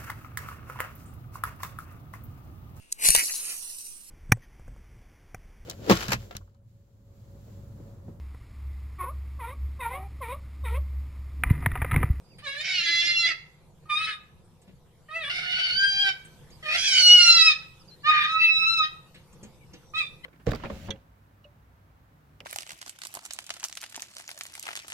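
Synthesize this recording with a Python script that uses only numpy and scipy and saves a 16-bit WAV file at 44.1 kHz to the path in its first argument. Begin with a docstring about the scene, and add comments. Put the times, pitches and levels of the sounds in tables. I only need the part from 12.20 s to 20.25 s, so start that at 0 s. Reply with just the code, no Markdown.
"""A young gull squeals on a flat roof between houses, heard from a window, with wall echoes.
Each call is a stack of overtones, a slower beat between them and a rasp of uneven membrane pulses;
the voice cracks to new pitches and turns hoarse under strain. Feet and wings tap the roofing felt
(noise bursts). Far off, small birds whistle and traffic hums under a hiss of drizzle and leaves."""
import sys
import numpy as np
from scipy import signal
from scipy.fft import rfft, irfft, next_fast_len
from scipy.io import wavfile
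from scipy.ndimage import uniform_filter1d, minimum_filter1d, map_coordinates

SR = 44100
rng = np.random.default_rng(int(sys.argv[2]) if len(sys.argv) > 2 else 0)


def dump_mix(stems):
    """Bounce the given channels to the path in sys.argv[1] as a 16-bit WAV at rate SR."""
    frames = np.atleast_2d(stems).T  # one column per channel
    limited = np.clip(frames, -1, 1)  # hard clip at full scale
    pcm = np.round(limited * 32767).astype(np.int16)
    wavfile.write(sys.argv[1], SR, pcm)


N = 355005

# background trend: (time [s], traffic [dB], hiss [dB]), before fixed offsets
TOWN_LEVELS = [(0, -60.5, -78), (2.8, -63, -79.5), (3.201, -59.5, -71), (8.05, -59.5, -75)]
# traffic hum: (frequency [Hz], level [dB])
TRAFFIC_SPECTRUM = [(20, -4.5), (27, -18.5), (48, -4.5), (120, -5), (151, 0), (270, -20), (360, -14),
                    (416, -18.5), (517, -13), (576, -22), (955, -20.5), (1500, -37), (1950, -65),
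                    (3300, -120)]
# drizzle and leaves: (frequency [Hz], level [dB])
HISS_SPECTRUM = [(530, -31.5), (900, -11), (1170, -4), (3120, -7), (3680, -5), (5010, -9), (13500, -12.5),
                 (15200, -26.5)]
# background stereo image: (frequency [Hz], left-right correlation [-1..1])
COHERENCE = [(60, 0.63), (240, 0.89), (940, 0.62), (3730, 0.088), (14800, -0.26)]
# street echo: (frequency [Hz], T60 [s])
STREET_DECAY = [(300, 0.23), (1500, 0.56), (4000, 0.4), (10000, 0.28)]
# colouring of the calls by the two microphone ports: (frequency [Hz], left over right [dB])
PORT_BALANCE = [(1500, -3), (3300, 2), (5200, -3.5), (7100, -18), (8300, 12.5), (10500, 8.5), (12000, -0.5)]
# far birds: (time [s], length [s], start pitch [Hz], end pitch [Hz], level [dB])
BIRD_CHIRPS = [(.02, 0.28, 4950, 4750, -65.5), (0.096, 0.054, 3020, 2180, -65),
               (2.235, 0.036, 8510, 8240, -67.5), (4.313, 0.051, 4940, 4810, -56.5),
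               (5.59, 0.035, 5400, 4900, -56), (5.677, 0.028, 4800, 4550, -53.5),
               (5.704, 0.048, 4090, 4330, -51.5), (5.799, 0.036, 4090, 4740, -63),
               (7.405, 0.044, 2336, 2230, -58), (7.627, 0.11, 5810, 5780, -59.5)]
# feet and wings: (time [s], level [dB], thud gain [dB], tick gain [dB], tick centre [Hz])
ROOF_TAPS = [(0.183, -40, -14, -21, 9450), (2.4156, -57.5, -9, -9, 7700), (2.4757, -51.5, 4, -31, 7000),
             (4.048, -49.5, -18, -7.5, 8360), (4.3008, -51.5, 2, -12, 6700), (5.4199, -41, -29, -41, 7100),
             (6.943, -40, -9, -25.5, 8050), (7.1262, -56.5, -22.5, -6.5, 7400),
             (7.229, -44.5, 4.5, -8.5, 6930), (7.533, -43, 1, -13.5, 5650)]
# gull calls, one list per part, split at pitch breaks:
# (time [s], pitch [Hz], overtone 4 [dB], overtones 2, 3 and 6 over overtone 4 [dB])
CALL_CONTOURS = [
    [(0.22, 567, -78.5, 17, 12.5, -4), (0.244, 610.4, -52.5, 0.5, 4, -0.5),
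     (0.276, 550.4, -41.5, -4, 3, -6.5), (0.32, 558, -43.5, -12.5, 2.5, -5.5),
     (0.358, 567, -46, -13.5, 1, -6), (0.422, 618.6, -39, -21.5, 0.5, 5)],
    [(0.423, 782.3, -44.5, -9, 3, -6.5), (0.5, 756, -42, -1.5, 9.5, 1.5), (0.56, 728.3, -30.5, -16, -5, -5),
     (0.61, 680, -30.5, -17.5, -10, -0.5), (0.64, 698.3, -36, -14, 1.5, 1.5),
     (0.665, 676.2, -40.5, -12.5, 11.5, 5), (0.76, 679.9, -33.5, -18, 7, 3),
     (0.82, 685, -35, -20.5, 6, 4.5), (0.9, 695.7, -34, -14.5, 6, 2.5), (0.95, 684.8, -31.5, -19, 1.5, -3),
     (0.98, 687.7, -24.5, -26.5, -20, -2), (1.015, 683.6, -33, -12, -2.5, 7),
     (1.06, 665, -38.5, -11.5, 13, 6.5), (1.085, 720, -41, -7.5, 11, -4),
     (1.12, 645.4, -35.5, -4, 4.5, -11.5), (1.15, 677, -69.5, 8.5, -11, 11)],
    [(1.655, 604, -81, 26.5, 3, -9), (1.685, 635, -72.5, 14, -8, -11), (1.7, 598.7, -37, 8.5, -10, -0.5),
     (1.745, 608.2, -30.5, 0, -38, 2), (1.8, 633.5, -32, -4, -27, -4.5),
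     (1.822, 640.7, -33, 0.5, -10.5, -7), (1.85, 643.7, -38.5, -7, -16, 10), (1.89, 647, -44, 7, 0.5, -10),
     (1.915, 629, -45, 5.5, -8, 0), (1.935, 611, -44.5, 0, -8, 6), (1.96, 627, -61, 12, -3, -24)],
    [(2.885, 602, -71, 16, 22.5, -15), (2.915, 618.4, -54, 14, 0, -2), (2.96, 664, -35, -16, -2, -30),
     (3.005, 657.6, -45, 0.5, 3, -6), (3.05, 564, -40.5, -16, -1.5, 1), (3.092, 583.3, -48.5, 7, 7.5, 9.5)],
    [(3.094, 720.5, -31.5, -11, -20.5, -24.5), (3.17, 740.7, -49.5, 9, 14, -15.5),
     (3.24, 730.5, -44.0, 7, -1, -7), (3.3, 727, -33, -9, -4.5, -11), (3.38, 743.5, -28, -3.5, -13.5, -9.5),
     (3.43, 758.4, -27.5, -8.5, -19, -11), (3.51, 730.2, -31.5, -7, -12.5, -2),
     (3.58, 777, -32.5, -0.5, -24, 3), (3.645, 797.4, -30, 11, -21, 2), (3.7, 791.5, -29.5, -4.5, -22, 2),
     (3.75, 792.6, -29, -16, -13.5, -3.5), (3.82, 805.2, -25, -5.5, -17, -6),
     (3.89, 769, -32.5, 4, 3, -9.5), (3.915, 755.5, -48.5, 5, 3.5, 0), (3.94, 744, -55.5, 1, -3, -4.5)],
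    [(4.425, 638, -69.5, 14.5, 18.5, 2.5), (4.47, 608, -35.5, -5, -3, -11),
     (4.52, 636.5, -32, -7.5, -6.5, -14.5), (4.567, 689, -34.5, -25, 3.5, -3.5)],
    [(4.569, 808, -35, -11.5, -4.5, -3), (4.66, 832, -28, -12, -9, -7), (4.73, 759, -26.5, -13, -2, -6.5),
     (4.79, 750, -21, -14.5, -14, -2), (4.83, 725.7, -22, -21, -17, -1), (4.92, 727.3, -9, -29, -16.5, -10),
     (4.965, 728, -13.5, -24.5, -17.5, -18), (4.99, 714, -17, -15, -12.5, -7),
     (5.06, 698.3, -21.5, -5.5, -17.5, 3), (5.11, 681, -17.5, -14, -18, 1),
     (5.15, 673, -26.5, -10.5, -5, 4.5), (5.2, 656.2, -24.5, -8, -7.5, 4),
     (5.28, 643.4, -19.5, -6.5, -16, -1.5), (5.32, 602.5, -34.5, -11, -11, 6),
     (5.35, 593, -50, -25, 1, -21)],
    [(5.83, 582, -69, 1.5, 11, -9), (5.845, 573.4, -51.5, 8.5, 15, -2), (5.87, 607, -31.5, 5.5, 6.5, 0.5),
     (5.898, 620.7, -25.5, 6.5, -18.5, 2), (5.925, 613, -32.5, 4, 5.5, -5),
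     (6.035, 600.7, -28, -1.5, -5, -1), (6.075, 627.7, -38.5, -0.5, 1, -0.5),
     (6.12, 648, -38.5, 10, -13, 9.5), (6.165, 644.8, -26, 2, -18, -14.5),
     (6.235, 662.8, -23, -24, -5, -8.5), (6.3, 654.1, -16.5, -20.5, -27, -18.5),
     (6.35, 649.2, -31, -12, -28, 3), (6.43, 651.5, -23, -4.5, -30, -6.5), (6.52, 672.2, -36, 3, -39, 11.5),
     (6.56, 657, -34.5, -6, -35, 5), (6.578, 655.4, -25.5, -7.5, -43, 4.5),
     (6.61, 630.5, -33.0, 10, -35, 6), (6.64, 621.3, -38, 1, 1.5, 9), (6.68, 651, -49.5, 3, 1, 7)],
    [(7.735, 597, -52, 11.5, 1, -31), (7.75, 624, -38, 4.5, -16, 0.5), (7.79, 660, -27.5, -24, -12.5, -3),
     (7.82, 598.3, -31.5, -5.5, -34, -3.5), (7.84, 606, -49.5, -27, -31, 7.5),
     (7.87, 592, -41, -24, -25, 0.5)],
    [(8.03, 500, -71.5, -3, -24, 5), (8.049, 517, -33, -17, -28.5, -5.5)],
]
# one row per part: (slow-beat period [cycles], left lag [ms], left over right [dB],
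# beak treble above 7 kHz [dB], overtone 1 lift [dB], lift from overtone 7 up [dB],
# rasp lift near 9 kHz [dB], rasp over voice [dB], period doubling [dB], odd lift from overtone 5 up [dB])
CALL_SETTINGS = [(2, .05, -2.5, 11, -4.5, 4.5, -4, -16, -34.5, -1.5),
                 (2, .025, -2.5, -7.5, -20, 4, 10, -24.5, -9.5, -3),
                 (3, .05, 0.5, 1, -13.5, -0.5, 23, -23, -13.5, 3), (2, .05, 0, 9, -6, -8, 11, -22, -29, -2),
                 (2, 0.2, -1, 0, -7.5, -8.5, 8, -19.5, -13, 4),
                 (2, .16, -0.5, 12.5, -2, -4.5, -17, -20, -30.5, 4.5),
                 (2, .06, -0.5, -6, -18.5, 9.5, -6.5, -28.5, -26, 1.5),
                 (2, 0.15, 1, -5, -24.5, -1, -17, -34, -14, -4.5),
                 (2, 0.13, -2, 10.5, -13, -5.5, 2, -23.5, -31.5, 4),
                 (2, .16, 8, 14, -10, 0.5, 0, -43, -25, -2)]
# loss of the steady cycle: (start [s], end [s], hoarseness [0..1])
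HOARSE_SPANS = [(.24, .29, .14), (.29, .42, .08), (.42, .52, .55), (.52, .63, .18), (.63, .93, .07),
                (1.07, 1.16, .2), (1.77, 1.86, .14), (1.86, 1.97, .24), (2.88, 3.02, .12), (3.02, 3.09, .3),
                (3.09, 3.26, .5), (3.26, 3.53, .26), (3.85, 3.95, .2), (4.42, 4.52, .28), (4.52, 4.68, .62),
                (4.68, 4.82, .4), (4.99, 5.1, .14), (5.3, 5.36, .2), (5.86, 5.92, .1), (5.915, 6.1, .34),
                (6.62, 6.68, .14), (7.77, 7.88, .06)]
# slow beat comes forward: (start [s], end [s], boost [dB])
BEAT_BOOSTS = [(0.629, .72, 9.5), (0.809, .92, 7), (1.81, 1.832, 7), (1.866, 1.921, 17.5)]
# envelope of the high overtones: (frequency [Hz], level [dB])
UPPER_SPECTRUM = [(3500, 18.5), (5000, -1), (6500, -18.5), (8500, -22.5), (10500, -27.5), (12000, -39.5),
                  (15000, -42)]
# throat colour of the rasp: (frequency [Hz], level [dB])
RASP_SPECTRUM = [(350, -35), (700, -20.5), (1000, -32.5), (1400, -14.5), (2200, -1), (3200, -5), (4500, 0),
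                 (5600, 0.5), (6500, -28.5), (8500, -23.5), (10500, -25.5), (15000, -45.5)]

HOP = 32  # samples per control step of the voice


def amp(db):
    """Decibels to gain."""
    return 10 ** (np.asarray(db) / 20)


def unit(x):
    """Scale to rms 1."""
    return x / np.sqrt(np.mean(x ** 2) + 1e-20)


def along(points, hz):
    """Interpolate (frequency [Hz], value) points on a log axis."""
    knots_hz, values = np.transpose(points)
    return np.interp(np.log(hz + 1), np.log(knots_hz + 1), values)


def wobble(rate_hz, size):
    """Smooth random curve, rate_hz knots a second."""
    knots = rng.standard_normal(int(size * rate_hz / SR) + 4)
    return map_coordinates(knots, [np.arange(size) * rate_hz / SR])


def spans(rows, t, smooth_steps):
    """Smoothed sum of (start [s], end [s], value) blocks."""
    blocks = sum(value * ((t >= start) & (t < end)) for start, end, value in rows)
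    return uniform_filter1d(blocks, smooth_steps)


def filtered(x, response):
    """Apply the gain response(hz) by FFT."""
    size = next_fast_len(x.shape[-1] + 8192)
    return irfft(rfft(x, size) * response(np.fft.rfftfreq(size, 1 / SR)), size)[..., :x.shape[-1]]


def tail(decay, length_s):
    """Stereo echo tail of about unit energy; decay is (frequency [Hz], T60 [s])."""
    hz, t, noise = signal.stft(rng.standard_normal((2, int(length_s * SR))), SR, nperseg=256)
    out = signal.istft(noise * amp(-60 * t / along(decay, hz)[:, None]), SR, nperseg=256)[1]
    return out / np.linalg.norm(out[0])


def echoes(x, lag_ms, near_db, street_db):
    """Direct sound, later at the left port, plus near walls and the street's longer echo."""
    impulse = amp(street_db) * np.pad(tail(STREET_DECAY, length_s=.7), ((0, 0), (1300, 0)))
    near = amp(near_db) * tail([(1000, .16), (8000, .093)], length_s=.1)
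    impulse[:, 130:130 + near.shape[1]] += near
    impulse[0, round(lag_ms * SR / 1000)] = impulse[1, 0] = 1
    return signal.oaconvolve(x[None], impulse, axes=1)


def rush(spectrum, patchy_db):
    """Stereo noise of rms 1, its gain patchy in time and frequency."""
    noise = signal.stft(rng.standard_normal((2, N)), nperseg=512)[2]
    patches = uniform_filter1d(rng.standard_normal(noise.shape[1:]), size=6, axis=0)
    patches = uniform_filter1d(patches, size=12, axis=1)
    pair = signal.istft(noise * amp(patchy_db * unit(patches)), nperseg=512)[1][:, :N]
    angle = lambda f: np.arccos(along(COHERENCE, f)) / 2
    mid, side = filtered(pair, lambda f: amp(along(spectrum, f)) * [np.cos(angle(f)), np.sin(angle(f))])
    return unit(np.array([mid + side, mid - side]))


def town():
    """Distant traffic under a thin hiss of drizzle and leaves."""
    times_s, traffic_db, hiss_db = np.transpose(TOWN_LEVELS)
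    t = np.arange(N) / SR
    traffic_gain = amp(np.interp(t, times_s, traffic_db) + 5.5 + .52 * wobble(11, N))
    hiss_gain = amp(np.interp(t, times_s, hiss_db) + 9.5)
    traffic = traffic_gain * rush(TRAFFIC_SPECTRUM, patchy_db=1.54)
    return traffic + hiss_gain * rush(HISS_SPECTRUM, patchy_db=3.5)


def far_birds():
    """Thin gliding whistles, blurred by distance."""
    out = np.zeros(N + SR)
    for start_s, length_s, from_hz, to_hz, db in BIRD_CHIRPS:
        progress = np.arange(int(length_s * SR)) / (length_s * SR)
        hz = (from_hz + (to_hz - from_hz) * progress) * (1 + .0165 * wobble(80, len(progress)))
        envelope = amp(db) * np.sqrt(2 * np.sin(np.pi * progress))
        out[round(start_s * SR):][:len(hz)] += envelope * np.sin(2 * np.pi * np.cumsum(hz) / SR)
    return signal.fftconvolve(out[None], tail([(1000, .05)], length_s=.26), axes=1)[:, :N]


def roof_taps():
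    """Each touch: a dull thud on the roof, a soft slap of feathers, a gritty tick."""
    out, t = np.zeros(N + SR), np.arange(SR // 5) / SR
    decay = lambda db, t60_s: amp(db - 60 * t / t60_s)
    for start_s, db, thud_db, tick_db, tick_hz in ROOF_TAPS:
        noise = rng.standard_normal((3, len(t))) * (1 - np.exp(-t / .0036))
        thud = unit(filtered(noise[0], lambda f: (f > 90) / (1 + (f / 450) ** 4)))
        slap = unit(filtered(noise[1], lambda f: 1 / (1 + (f / 4000) ** 6) / (1 + (1500 / (f + 1)) ** 4)))
        tick = unit(filtered(noise[2], lambda f: 1 / (1 + ((f - tick_hz) / 1100) ** 2)))
        touch = decay(thud_db, .12) * thud + decay(-8.5, .18) * slap + decay(tick_db + 10.5, .06) * tick
        out[round(start_s * SR):][:len(t)] += amp(db) * touch
    return out[:N]


def beak_db(hz, treble_db):
    """Shelf above 7 kHz, raised when the open beak faces the window."""
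    return treble_db / (1 + (7000 / (hz + 1)) ** 12)


def dip_near_1khz(hz, centre_hz=1014, width_hz=71, depth=.55):
    """A narrow dip in the call's tone near 1 kHz."""
    return 1 - depth * np.exp(-((hz - centre_hz) / width_hz) ** 2)


def membrane_rasp(phase, strength, beat_ratio, treble_db, air_db):
    """Chaotic membrane: sharp cycles, strong and weak in turn, a puff of air in each; rms 1."""
    opening = np.exp(12 * np.cos(phase))
    pulses = unit(opening * strength * (1 + np.sin(beat_ratio * phase)))
    puffs = unit(np.sqrt(opening) * rng.standard_normal(len(phase)))
    air_band = lambda f: np.exp(-((f - 9200) / 2200) ** 4)
    throat = lambda f: amp(along(RASP_SPECTRUM, f) + beak_db(f, treble_db) + air_db * air_band(f))
    return unit(filtered(pulses + .35 * puffs, throat))


def squeal(contour, beat_ratio, treble_db, first_lift_db, upper_db, air_db, rasp_db, doubling_db, odd_db):
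    """One part of a call: 22 overtones, a slower beat between them, and rasp that grows with strain."""
    times_s, *columns = np.transpose(contour)
    t = np.arange(times_s[0], times_s[-1], 1 / SR)
    control_t = t[::HOP]
    fine = lambda curve: np.interp(t, control_t, curve)
    drift = lambda rate_hz: wobble(HOP * rate_hz, len(control_t))
    pitch_hz, fourth_db, *relative_db = [np.interp(control_t, times_s, column) for column in columns]

    # Strain jitters the cycle; odd overtones, from every second cycle, slip against the even ones.
    hoarse = spans(HOARSE_SPANS, control_t, smooth_steps=40)
    strain = .09 + hoarse
    jitter_rad = fine(.45 * strain ** 1.5 * drift(330))
    slip_rad = fine(2.2 * np.clip(6 * hoarse - .6, 0, 1) * drift(170))
    phase = 2 * np.pi * np.cumsum(fine(pitch_hz * (1 + .003 * drift(35.02)))) / SR

    second_db, third_db, sixth_db = fourth_db + np.array(relative_db)
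    first_db = third_db + first_lift_db
    fifth_db = third_db + (sixth_db - fourth_db) / 2 - 4 + odd_db
    levels_db = [first_db - 5, second_db, third_db, fourth_db, fifth_db, sixth_db]
    for k in range(7, 23):
        base_db = third_db + odd_db if k % 2 else sixth_db
        slope_db = along(UPPER_SPECTRUM, k * pitch_hz) - along(UPPER_SPECTRUM, 6 * pitch_hz)
        levels_db.append(base_db + slope_db + beak_db(k * pitch_hz, treble_db) + upper_db)

    flutter_db = 2.5 * strain * drift(160)
    tone = np.zeros(len(t))
    for k, db in enumerate(levels_db, 1):
        waver_db = 1.9 * np.sqrt(k / 4) * drift(60.02)
        angle = k * (phase + jitter_rad) + (slip_rad if k % 2 and k > 1 else 0)
        tone -= np.sqrt(2) * fine(amp(db + flutter_db + waver_db)) * np.cos(angle)

    # Slow beat: weak in a clear voice; the throat passes little below its first resonance.
    clarity = np.clip(1 - 10 * hoarse, 0, 1)
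    beat_db = doubling_db - 22 * clarity + spans(BEAT_BOOSTS, control_t, smooth_steps=10)
    beat = fine(amp(beat_db + 3 * drift(30))) * np.sin(beat_ratio * phase + fine(1.5 * drift(40)))
    sidebands = filtered(tone * beat, lambda f: 1 / (1 + (1250 / (f + 1)) ** 16))
    undertone = fine(amp(first_db - 4.5)) * beat

    pulse_phase = phase + fine(.7 * drift(200))
    pulse_strength = fine(amp(4.5 * drift(320)))
    rasp = membrane_rasp(pulse_phase, pulse_strength, beat_ratio, treble_db, air_db)
    voice_db = fourth_db + 10 * np.log10(1 + sum(amp(db) ** 2 for db in relative_db))
    rasp *= fine(amp(voice_db + rasp_db + 30 * strain + 1.8 * drift(30)))

    still_calling = t[-1] > 8  # no fade-out on the last call
    fade = np.clip(np.minimum(t - t[0], t[-1] - t + still_calling) / .004, 0, 1)
    return fade * filtered(tone + sidebands + undertone + rasp, dip_near_1khz)


def gull():
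    """Squeals from the roof, each part with its own random wall echoes and stereo position."""
    out = np.zeros((2, N))
    for contour, (cycles, lag_ms, pan_db, *timbre_db) in zip(CALL_CONTOURS, CALL_SETTINGS):
        start = round(contour[0][0] * SR)
        call = squeal(contour, 1 - 1 / cycles, *timbre_db)
        call = echoes(call, lag_ms, near_db=-2, street_db=-15.5)
        call = filtered(call, lambda f: amp(np.outer([.5, -.5], along(PORT_BALANCE, f))))[:, :N - start]
        out[:, start:start + call.shape[1]] += amp([[pan_db / 2], [-pan_db / 2]]) * call
    return out


def scene():
    """Stereo mix of town, far birds, taps and gull."""
    background = town() + far_birds()
    taps = echoes(roof_taps(), lag_ms=.13, near_db=-4.5, street_db=-21.5)[:, :N]
    return background + taps + gull()


def record(dry):
    """Peak limiter, then a brick-wall low-pass."""
    ceiling, cutoff_hz = .88, 15450
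    needed_gain = np.minimum(1, ceiling / (np.abs(dry).max(axis=0) + 1e-9))
    gain = uniform_filter1d(minimum_filter1d(needed_gain, size=801), size=400)
    return filtered(dry * gain, lambda f: f < cutoff_hz)


dry = scene()
out = record(dry)
dump_mix(out)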